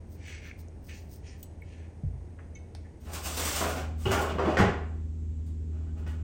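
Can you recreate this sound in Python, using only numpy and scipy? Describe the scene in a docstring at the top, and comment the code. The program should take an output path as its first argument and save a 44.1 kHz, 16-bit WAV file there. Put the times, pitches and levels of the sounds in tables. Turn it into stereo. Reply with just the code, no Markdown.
"""Putting things away in a kitchen

A stereo pair stands in a hard-walled kitchen. The background crossfades from a faint wavering hum
and light room tone to a louder, steady fridge hum and deep room tone.
Close to the microphones a glass jar is rubbed and ticks faintly, and the table takes a soft bump.
Further off, sheets of paper crinkle into a plastic drawer, which scrapes, rattles and bangs shut."""
import sys
import numpy as np
from scipy import signal
from scipy.fft import rfft, irfft
from scipy.io import wavfile
from scipy.ndimage import uniform_filter1d

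SR = 44100
rng = np.random.default_rng(int(sys.argv[2]) if len(sys.argv) > 2 else 0)


def transcribe(signal):
    """Save signal, clipped to [-1, 1], as a 16-bit WAV file at the path in sys.argv[1]."""
    frames = np.atleast_2d(signal).T
    limited = np.clip(frames, -1, 1)
    pcm = np.round(limited * 32767).astype(np.int16)
    wavfile.write(sys.argv[1], SR, pcm)


N = 274743
TIME = np.arange(N) / SR


def gain_of(db):
    """Decibels to a factor."""
    return 10 ** (np.asarray(db) / 20)


def unit_rms(x):
    """Scales to an rms of 1."""
    return x / np.sqrt(np.mean(x ** 2) + 1e-20)


def unit_burst(x):
    """Scales a short sound so that its energy, spread over 30 ms, has an rms of 1."""
    return x / np.sqrt(np.mean(np.sum(x ** 2, -1)) / (.03 * SR) + 1e-20)


def at_hz(points, hz):
    """Reads a spectrum on a log-frequency axis."""
    f, value = np.transpose(points)
    return np.interp(np.log(hz + 1), np.log(f + 1), value)


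def over_time(points):
    """Joins (time, value) points into a curve."""
    return np.interp(TIME, *np.transpose(points))


def decay(t, t60):
    """Falls by 60 dB in t60 seconds."""
    return np.exp(-np.log(1000) * t / np.maximum(t60, 1e-3))


def swell(t, rise, t60):
    """A soft start and an exponential decay."""
    return (1 - np.exp(-t / rise)) * decay(t, t60)


def stroke(start, rise, length, sag_db_per_s, release_t60):
    """A hand movement: it builds up smoothly, weakens while it lasts, then dies away."""
    t = TIME - start
    attack = np.sin(np.pi / 2 * np.clip(t / max(rise, 1e-3), 0, 1)) ** 2
    sag = gain_of(-sag_db_per_s * np.maximum(t - rise, 0))
    return attack * sag * decay(np.maximum(t - length, 0), release_t60)


def swings(size):
    """Random swings of rms 1, each lasting about size samples."""
    return unit_rms(uniform_filter1d(rng.standard_normal(N), size=size))


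def crackle(length, per_s, spread_db):
    """Random clicks of uneven size."""
    sizes = gain_of(spread_db * np.minimum(rng.exponential(1, length), 4))
    return unit_rms(sizes * rng.choice([-1, 1], length) * (rng.random(length) < per_s / SR))


def colour(x, db_at, size=4096):
    """Minimum-phase filter with the gain db_at(f)."""
    hz = abs(np.fft.fftfreq(size, 1 / SR))
    log_gain = np.log(gain_of(np.maximum(db_at(hz), -100)))
    taps = np.fft.ifft(np.exp(np.conj(signal.hilbert(log_gain)))).real[:size // 2]
    return signal.fftconvolve(np.atleast_2d(x), taps[None], axes=1)[:, :x.shape[-1]]


def add(mix, start, sound):
    """Mixes a sound in at start seconds."""
    part = mix[:, round(start * SR):][:, :sound.shape[-1]]
    part += sound[..., :part.shape[-1]]


def pan(right_db):
    """Gains of the two microphones, the right one louder by right_db."""
    return gain_of(np.array([[-.5], [.5]]) * right_db)


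def from_right(x, samples):
    """The sound reaches the right microphone a few samples before the left."""
    return np.array([np.roll(x[0], samples), x[-1]])


# reverberation between the hard walls: f/Hz, t60/s
ROOM_DECAY = [(100, 0.22), (400, 0.55), (1200, 0.53), (2700, 0.5), (5500, 0.43), (8000, 0.36),
              (15000, 0.032)]


def kitchen(x, wet_db, early_db=0, early_t60=0.097, size=32000):
    """Direct sound, then reflections from the counter and the long tail of the room."""
    echoes = rng.standard_normal((2, size)) * (rng.random((2, size)) < .12)
    hz, t, bands = signal.stft(echoes, SR, nperseg=256)
    fade = decay(t, at_hz(ROOM_DECAY, hz)[:, None]) + gain_of(early_db) * decay(t, early_t60)
    response = signal.istft(bands * fade, SR, nperseg=256)[1]
    response *= gain_of(wet_db) / np.linalg.norm(response, axis=1, keepdims=True)
    response[:, 0] += 1  # direct path
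    heard = signal.fftconvolve(np.atleast_2d(x), response, axes=1)[:, :x.shape[-1]]
    return heard / np.sqrt(1 + gain_of(wet_db) ** 2)


def air(spectrum, level_db, likeness, balance):
    """Steady noise, alike at both microphones in the bass; the level is that of its low mids."""
    hz = np.fft.rfftfreq(N, 1 / SR)
    left, unrelated = rfft(rng.standard_normal((2, N)))
    same = np.clip(at_hz(likeness, hz), -1, 1)
    right = same * left + np.sqrt(1 - same ** 2) * unrelated
    pair = np.array([left, right]) * gain_of(at_hz(spectrum, hz))
    low_mids = irfft(pair[0] * (hz > 110) * (hz < 900), N)
    return gain_of(level_db) * irfft(pair * pan(-at_hz(balance, hz)), N) / low_mids.std()


# spectra of the light and the deep room tone: f/Hz, relative level/dB
LIGHT_SPECTRUM = [(20, -21), (58, -7.5), (97, -6), (150, -13.5), (260, -16), (420, -19.5), (850, -27),
                  (1200, -38.5), (2000, -38.5), (3500, -53.5), (8500, -46), (10200, -53), (12000, -50.5),
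                  (16000, -101)]
DEEP_SPECTRUM = [(20, -15), (35, -14.5), (55, -1.5), (75, -0.5), (105, -17), (135, -16), (270, -16),
                 (400, -21), (600, -36.5), (1200, -42.5), (5000, -54.5), (7600, -46), (10000, -65.5),
                 (16000, -72)]
# their likeness at the two microphones: f/Hz, correlation (-1 to 1)
LIGHT_LIKENESS = [(60, 1), (130, 0.86), (290, 1), (640, 0.39), (1410, 0.058), (3100, 1), (6800, 0.1)]
DEEP_LIKENESS = [(60, 0.81), (130, 1), (290, 0.25), (640, -0.09), (1410, -0.53), (3100, 0.25),
                 (6800, -0.16)]
# their balance: f/Hz, left over right/dB
LIGHT_BALANCE = [(180, -0.5), (550, 1), (1650, -4), (5000, -2), (15000, 0)]
DEEP_BALANCE = [(60, -2), (180, -2), (1650, 2.5), (5000, 6), (15000, 6)]
# the crossfade between them: t/s, deep share of the power (0 to 1)
DEEP_SHARE = [(0, 0.19), (2.95, 0.21), (3.6, 0.96), (6.23, 0.92)]


def room_tone():
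    """The room tone, all round the microphones, crossfades from light to deep."""
    share = np.clip(over_time(DEEP_SHARE), 0, 1)
    light = air(LIGHT_SPECTRUM, level_db=-51.5, likeness=LIGHT_LIKENESS, balance=LIGHT_BALANCE)
    deep = air(DEEP_SPECTRUM, level_db=-49.5, likeness=DEEP_LIKENESS, balance=DEEP_BALANCE)
    return np.sqrt(1 - share) * light + np.sqrt(share) * deep


def motor_turns(hz, waver):
    """A motor's turns, counted from a random start, at a slightly unsteady speed."""
    return np.cumsum(hz * (1 + waver * swings(size=4000))) / SR + rng.random()


# the faint hum, one tone near 82 Hz with two neighbours too weak to hear: f/Hz, level/dB
FAINT_TONES = [(78.8, -101), (81.9, -46), (84.0, -95.5)]
# overtones and side tones of the steady hum: multiple of its pitch, relative level/dB
HUM_OVERTONES = [(1.27, -18.5), (1.999, -18), (3.001, -18), (3.498, -29.5), (4.559, -36.5)]


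def fridge(hum_hz=78.9, hum_db=-34, fade_from_s=2.59, fade_length_s=1.45):
    """A faint, slightly wavering tone crossfades to a louder, steady hum right of the microphones."""
    faint = sum(gain_of(db) * np.sin(2 * np.pi * motor_turns(hz, waver=0.0079))
                for hz, db in FAINT_TONES)
    turns = motor_turns(hum_hz, waver=0.0022)
    overtones = sum(gain_of(db) * np.sin(2 * np.pi * (multiple * turns + rng.random()))
                    for multiple, db in HUM_OVERTONES)
    hum = gain_of(hum_db) * pan(right_db=3) * (np.sin(2 * np.pi * turns) + overtones)
    fade = np.clip((TIME - fade_from_s) / fade_length_s, 0, 1)
    return np.sqrt(2) * ((1 - fade) * faint + fade * from_right(hum, samples=10))


# bumps of the table and the cabinet: t/s, level/dB, f/Hz, t60/s
FURNITURE_BUMPS = [(2.035, -25, 145, 0.18), (2.049, -23, 87.5, 0.25), (2.067, -29, 57.4, 0.6),
                   (2.14, -35, 128, 0.22), (4.065, -22.5, 101, 0.37), (4.108, -30, 119, 0.091),
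                   (4.6, -17, 193, 0.36), (4.606, -18, 100, 0.31)]


def furniture(rise_s=0.00092, size=16000):
    """Each dull bump rings one low mode, alike at both microphones."""
    out, t = np.zeros((2, N)), np.arange(size) / SR
    for start, db, hz, t60 in FURNITURE_BUMPS:
        add(out, start, gain_of(db) * np.sin(2 * np.pi * hz * t) * swell(t, rise_s, t60))
    return out


# light touches on the jar: middle t/s, width/s, level/dB
TOUCHES = [(0.13, 0.032, -59.5), (0.295, 0.04, -64), (0.465, 0.035, -62), (0.6, 0.016, -53.5),
           (0.87, 0.033, -56.5), (0.975, 0.071, -61.5), (1.135, 0.035, -52), (1.405, 0.028, -60.5)]
# their hiss: f/Hz, relative level/dB
TOUCH_SPECTRUM = [(2000, -16), (5000, -2), (8000, -2), (9500, -3.5), (11500, -12), (14000, 0.5), (16000, 2)]


def jar_brushing():
    """A light touch slides over the jar: a thin hiss that swells and fades."""
    touch = sum(gain_of(db) * np.exp(-((TIME - middle) / width) ** 2) for middle, width, db in TOUCHES)
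    slips = crackle(N, per_s=12000, spread_db=7.5)
    hiss = unit_rms(colour(slips, lambda f: at_hz(TOUCH_SPECTRUM, f)))
    return kitchen(hiss * touch, wet_db=-1)


# strokes on the jar: t/s, rise/s, length/s, relative level/dB, fizz gain/dB, mode shift/octaves
RUB_STROKES = [(0.133, 0.21, 0.25, -47.5, -6.5, -0.021), (0.254, 0.043, 0.026, -44.5, -14, 0.13),
               (0.398, 0.059, 0.095, -47, -12, -0.069), (0.878, 0.017, 0.034, -48, -10, 0.028),
               (0.89, 0.076, 0.097, -56.5, 2, 0.11), (1.217, 0.059, 0.14, -55, -4.5, 0.12),
               (1.59, 0.14, 0.16, -59.5, -7, 0.1), (1.73, 0.08, 0.14, -60, -15, -0.031),
               (2.388, 0.011, 0.051, -61.5, -17, -0.4)]
# the jar's damped resonances: f/Hz, half width/Hz, relative level/dB
DAMPED_MODES = [(1750, 195, 3.5), (2243, 260, 2.5), (2570, 330, 0), (2945, 120, -4.5), (3570, 460, -11.5),
                (4390, 145, -10.5), (6130, 280, -11.5), (6570, 210, -10), (8000, 220, -11)]
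# the fizz of the slips: f/Hz, relative level/dB
FIZZ_SPECTRUM = [(2000, -35), (3500, -4), (4600, 14), (5400, 8), (6050, 9), (6400, 5), (6900, 8),
                 (8000, -2.5), (10000, -9), (15500, -43)]


def jar_rubbing(body_db=-1, fizz_db=-3, grip_db=0.96, vary_db=1.0):
    """Close up, tiny slips merge into a fizz and wake resonances that shift with each new hold."""
    grip = gain_of(grip_db * swings(size=300))
    slips = crackle(N, per_s=7000, spread_db=2.5) * grip
    fizz = unit_rms(colour(slips, lambda f: at_hz(FIZZ_SPECTRUM, f))) * gain_of(fizz_db)
    out = np.zeros((2, N))
    for start, rise, length, level_db, treble_db, octaves in RUB_STROKES:
        modes = [(hz * 2 ** octaves, width, gain_of(db + vary_db * rng.standard_normal()))
                 for hz, width, db in DAMPED_MODES]
        power = lambda f: sum((gain / (1 + ((f - hz) / width) ** 2)) ** 2 for hz, width, gain in modes)
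        body = unit_rms(colour(slips, lambda f: 10 * np.log10(power(f)))) * gain_of(body_db)
        hand = gain_of(level_db) * stroke(start, rise, length, sag_db_per_s=78, release_t60=0.23)
        out += (body * pan(right_db=2) + gain_of(treble_db) * fizz) * hand
    return kitchen(out, wet_db=-5.5)


def ring(modes, t, split=0.0057):
    """Dying modes in close, beating pairs, reaching each microphone in their own phase."""
    sine = lambda hz: np.sin(2 * np.pi * (hz * t + rng.random((2, 1))))
    return sum(gain_of(db) * decay(t, t60) * (sine(hz) + .5 * sine(hz * (1 + split)))
               for hz, db, t60 in modes)


# modes of the glass and of its metal lid: f/Hz, relative level/dB, t60/s
GLASS_MODES = [(1965, -11, .13), (2202, 2, .12), (2616, -6, .14), (3074, -9, .1), (3666, -10, .09),
               (4240, -10, .08), (5033, -9, .075), (6029, -7, .08), (6245, 5, .055), (6783, -3, .07)]
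LID_MODES = [(3000, -8, .025), (4100, -9, .02), (6750, -6, .02), (7843, -4, .045), (9650, -7, .022),
             (13950, 4, .02), (15090, -2, .022)]
# contacts on the jar: t/s, level/dB, centre f/Hz, spread/octaves, t60/s, glass/dB, lid/dB, room/dB
JAR_CONTACTS = [(0.511, -49.5, 1940, 0.25, 0.01, -17, -40, -8),
                (0.684, -68.5, 6840, 0.29, 0.0038, -41, -30, -16),
                (0.894, -54, 2500, 0.33, 0.058, -3, -35, 2),
                (1.261, -57.5, 5400, 0.13, 0.16, -22, -33, -16),
                (1.429, -48.5, 13000, 1.16, 0.028, -28, 3, -5.5),
                (1.618, -54, 2040, 0.16, 0.017, 4.5, -15, -14),
                (2.143, -69, 780, 0.23, 0.0067, -20, -35, -1), (2.387, -56, 1630, 0.34, 0.02, -19, -50, -1),
                (2.55, -54.5, 6170, 0.12, 0.02, 17, -30, -9), (2.553, -53, 2400, 0.86, 0.09, 15, -25, -2),
                (2.749, -56.5, 596, 0.61, 0.01, -18, -35, -21),
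                (2.750, -54, 1970, 1.06, 0.0025, -9, -32, 0.5),
                (2.846, -61, 2030, 0.2, 0.04, -18, -39.5, 4)]


def jar_ticks(ring_rise_s=0.0016, size=16000):
    """Scratchy contacts near the microphones set glass and lid ringing; long ones start softly."""
    out, t = np.zeros((2, N)), np.arange(size) / SR
    for start, db, centre_hz, octaves, t60, glass_db, lid_db, wet_db in JAR_CONTACTS:
        band = lambda f: -3 * np.log2((f + 1) / centre_hz) ** 2 / octaves ** 2
        scratch = unit_burst(colour(rng.standard_normal(size) * swell(t, t60 / 2, t60), band))
        glass = unit_burst(colour(ring(GLASS_MODES, t) * (1 - np.exp(-t / ring_rise_s)), band))
        lid = unit_burst(ring(LID_MODES, t))
        tick = scratch + gain_of(glass_db) * glass + gain_of(lid_db) * lid
        add(out, start, gain_of(db) * unit_burst(kitchen(tick, wet_db)))
    return out


# how hard the paper is moved, one curve for each of two sheets: t/s, relative level/dB
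SHEET_EFFORT = [
    [(3.0, -63.5), (3.112, -50.5), (3.14, -39.5), (3.222, -48), (3.245, -34.5), (3.335, -39), (3.38, -30),
     (3.425, -33.5), (3.53, -34), (3.558, -33.5), (3.70, -39), (3.754, -50), (3.776, -42.5), (3.86, -80),
     (3.95, -86)],
    [(3.97, -64), (3.996, -48.5), (4.104, -45.5), (4.116, -36.5), (4.372, -69), (4.5, -59.5), (4.55, -61)],
]
# creases that snap: t/s, relative level/dB, t60/s
CREASE_SNAPS = [(3.13, -36, 0.083), (3.368, -29, 0.032), (3.453, -29, 0.013), (3.559, -29.5, 0.024),
                (4.115, -31, 0.043), (4.204, -38, 0.081), (4.577, -40.5, 0.092), (5.46, -60.5, 0.033),
                (5.976, -62.5, 0.15), (6.069, -54.5, 0.2)]
# the paper's colour: f/Hz, gain/dB
PAPER_SPECTRUM = [(120, 1), (250, 3), (420, 3), (1100, 4.5), (1800, 0), (2500, 2), (4200, -2), (8000, 0),
                  (9500, -3), (11500, -6), (14000, -3.5), (16000, -3.5)]
# its balance at the microphones: f/Hz, left over right/dB
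PAPER_BALANCE = [(400, 4), (1300, -2), (2400, -0.5), (4400, 2), (8000, 7.5), (15000, -9)]


def paper(hiss_db=3.0, clump_db=2.5, size=9000, patches=4):
    """Further off, dense crinkles follow the hand's movement and single creases snap."""
    effort = sum(gain_of(over_time(sheet)) * (TIME >= sheet[0][0]) * (TIME < sheet[-1][0])
                 for sheet in SHEET_EFFORT)
    clumps = gain_of(hiss_db + clump_db * swings(size=500))
    crinkles = (clumps * effort * crackle(N, per_s=11000, spread_db=2.0))[None]
    t = np.arange(size) / SR
    for start, db, t60 in CREASE_SNAPS:
        snap = crackle(size, per_s=2700, spread_db=5.5) * swell(t, rise=0.0028, t60=t60)
        add(crinkles, start, gain_of(db) * unit_burst(snap))
    # the crinkling wanders between patches, each with its own echoes
    active = np.argmax([swings(size=2500) for _ in range(patches)], axis=0)
    heard = sum(kitchen(crinkles * (active == patch), wet_db=7.0, early_db=-1.0, early_t60=0.27)
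                for patch in range(patches))
    pair = [colour(x, lambda f: at_hz(PAPER_SPECTRUM, f) + side * at_hz(PAPER_BALANCE, f))[0]
            for x, side in zip(heard, (.5, -.5))]
    return from_right(pair, samples=10)


# broad colour of the drawer's shell: f/Hz, gain/dB
SHELL_SPECTRUM = [(35, -5.5), (100, -1.5), (140, 3.5), (200, 4), (300, 4.5), (400, 3), (700, 3),
                  (880, -3.5), (1000, -2.5), (1550, -4.5), (1820, -13.5), (2150, -9.5), (2800, -13.5),
                  (4000, -20.5), (7500, -26.5), (15000, -58.5)]
# its modes: f/Hz, width/Hz, level over that colour/dB
PLASTIC_MODES = [(101, 7.7, 3.8), (195, 17, 6.6), (235, 41, 4.6), (392.7, 23.6, 10.1), (737, 18, 1.6),
                 (827, 26, 6.7), (1067, 74, 2.1), (1214, 15, 1.6), (1400, 18, 2.5), (1455, 44, 1.6),
                 (1730, 10, 8.8), (1895, 106, 6.3), (2500, 65, 1.8), (2866, 80, 3), (2980, 78, 2.7),
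                 (3420, 45, 3.1), (4800, 21, 6.4), (5800, 75, 3.1)]


def drawer_shell(x, vary_db=2.5, detune=0.0015):
    """The hollow plastic colours whatever shakes it; each place of contact favours other modes."""
    modes = [(hz * (1 + detune * rng.standard_normal()), width, db + vary_db * rng.standard_normal())
             for hz, width, db in PLASTIC_MODES]
    peaks = lambda f: sum(gain_of(db) ** 2 / (1 + (2 * (f - hz) / width) ** 2)
                          for hz, width, db in modes)
    return colour(x, lambda f: at_hz(SHELL_SPECTRUM, f) + 10 * np.log10(1 + peaks(f)), size=16384)


# pushes that run the drawer along its rails: t/s, rise/s, length/s, relative level/dB
PUSHES = [(3.031, 0.071, 0.37, -39.5), (4.058, 0.022, 0.2, -30), (4.258, 0.05, 0.096, -35.5),
          (4.385, 0.12, 0.2, -31.5), (5.69, 0.065, 0.12, -55.5), (5.815, 0.041, 0.08, -56.5),
          (5.947, 0.019, 0.31, -51.5)]


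def drawer_rails(slide_db=-2, low_cut_hz=330):
    """The running drawer scrapes through its shell; friction slows each push until it stops."""
    grit = drawer_shell(crackle(N, per_s=740, spread_db=4.0))
    scrape = unit_rms(colour(grit, lambda f: -10 * np.log10(1 + (low_cut_hz / (f + 1)) ** 2)))
    speed = sum(gain_of(db + slide_db) * stroke(start, rise, length, sag_db_per_s=47.5, release_t60=0.11)
                for start, rise, length, db in PUSHES)
    return kitchen(scrape * speed, wet_db=9, early_db=2.5)


# blows on the drawer: t/s, relative level/dB, bass/dB, treble/dB, rattle t60/s, hollow f/Hz
DRAWER_BLOWS = [(3.608, -25.5, -4.5, -1, 0.34, 530), (3.761, -35.5, 0, 11, 0.16, 740),
                (4.055, -31.5, 2.5, 3.5, 0.056, 3100), (4.061, -26.5, -3.5, -32, 0.14, 546),
                (4.110, -25, -15, 5.5, 0.14, 1350), (4.168, -33, -12.5, -2, 0.1, 3100),
                (4.203, -30, -18.5, -17, 0.16, 980), (4.237, -35.5, -10.5, -5, 0.14, 1390),
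                (4.287, -41.5, 3, 14, 0.057, 3020), (4.313, -41, 20, 1, 0.037, 3050),
                (4.353, -34.5, -1.5, -28.5, 0.13, 514), (4.385, -25.5, -17.5, -11, 0.17, 1120),
                (4.412, -31, -11, -8.5, 0.07, 1350), (4.453, -27.5, 3, -2, 0.37, 190),
                (4.474, -26, -11.5, -20.5, 0.12, 704), (4.570, -21, -11, 2, 0.21, 1750),
                (4.588, -21.5, 9, 2, 0.083, 1000), (4.624, -25.5, 11, -2, 0.058, 285),
                (4.660, -30, 24.5, 0, 0.079, 179), (4.684, -35, -14, -4.5, 0.027, 1880),
                (4.865, -64.5, -3, 8, 0.026, 2960), (6.065, -47.5, 5.5, 11.5, 0.087, 1820)]


def drawer_knocks(gain_db=5.0, blow_db=-3, rise_s=0.0023, hollow_db=5.5, hollow_octaves=0.32, size=36000):
    """Each blow rattles the contents and booms in the struck wall; at this distance the room leads."""
    out, t = np.zeros((2, N)), np.arange(size) / SR
    blow = gain_of(blow_db) * unit_burst(1. 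* (t == 0))
    for start, db, bass_db, treble_db, t60, hollow_hz in DRAWER_BLOWS:
        rattle = unit_burst(crackle(size, per_s=1900, spread_db=4.5) * swell(t, rise_s, t60))
        hardness = lambda f: bass_db / (1 + (f / 260) ** 4) + treble_db * f ** 2 / (f ** 2 + 1300 ** 2)
        boom = lambda f: hollow_db * np.exp(-(np.log2((f + 1) / hollow_hz) / hollow_octaves) ** 2)
        knock = colour(drawer_shell(blow + rattle), lambda f: hardness(f) + boom(f))
        add(out, start, gain_of(db + gain_db) * unit_burst(kitchen(knock, wet_db=12.5, early_db=-8)))
    return out


def close_pair(x, corner_hz=520):
    """The microphones stand close together, so long waves reach both alike."""
    mid, side = x.mean(0), (x[0] - x[1]) / 2
    side = signal.sosfilt(signal.butter(1, corner_hz, "high", fs=SR, output="sos"), side)
    return np.array([mid + side, mid - side])


def scene():
    """The background, the near sounds and the far ones at the two microphones."""
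    background = room_tone() + fridge()
    near = furniture() + jar_brushing() + jar_rubbing() + jar_ticks()
    drawer = from_right(drawer_rails() + drawer_knocks(), samples=2) * pan(right_db=0.8)
    return background + near + close_pair(paper() + drawer)


# sum and difference of the pair, out of phase near 11 kHz and in phase near 14.5 kHz: f/Hz, gain/dB
MID_RESPONSE = [(10200, -0.5), (10900, -22.5), (11600, -18), (12400, -4.5), (13600, 2), (16000, 0.5)]
SIDE_RESPONSE = [(7800, -1), (8600, -11), (9600, 1.5), (11000, 7), (12500, 4), (14200, -22), (16000, -4)]


def record(dry, notch_hz=7450, notch_half_width_hz=260, notch_until_s=3.05, band_limit_hz=16000):
    """The microphone pair colours the top treble and the recorder limits the band."""
    hz = np.fft.rfftfreq(N, 1 / SR)
    dry = dry * np.clip(np.minimum(TIME, TIME[::-1]) / .005, 0, 1)  # 5 ms fades
    mid = irfft(rfft(dry.mean(0)) * gain_of(at_hz(MID_RESPONSE, hz)), N)
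    side = irfft(rfft((dry[0] - dry[1]) / 2) * gain_of(at_hz(SIDE_RESPONSE, hz)), N)
    pair = np.array([mid + side, mid - side])
    # a narrow band of the treble is missing until the paper starts
    band = irfft(rfft(pair) * np.exp(-((hz - notch_hz) / notch_half_width_hz) ** 2), N)
    pair -= band * (TIME < notch_until_s)
    low_pass = signal.firwin(511, band_limit_hz, window=("kaiser", 9), fs=SR)
    return signal.oaconvolve(pair, low_pass[None], "same")


dry = scene()
out = record(dry)
transcribe(out)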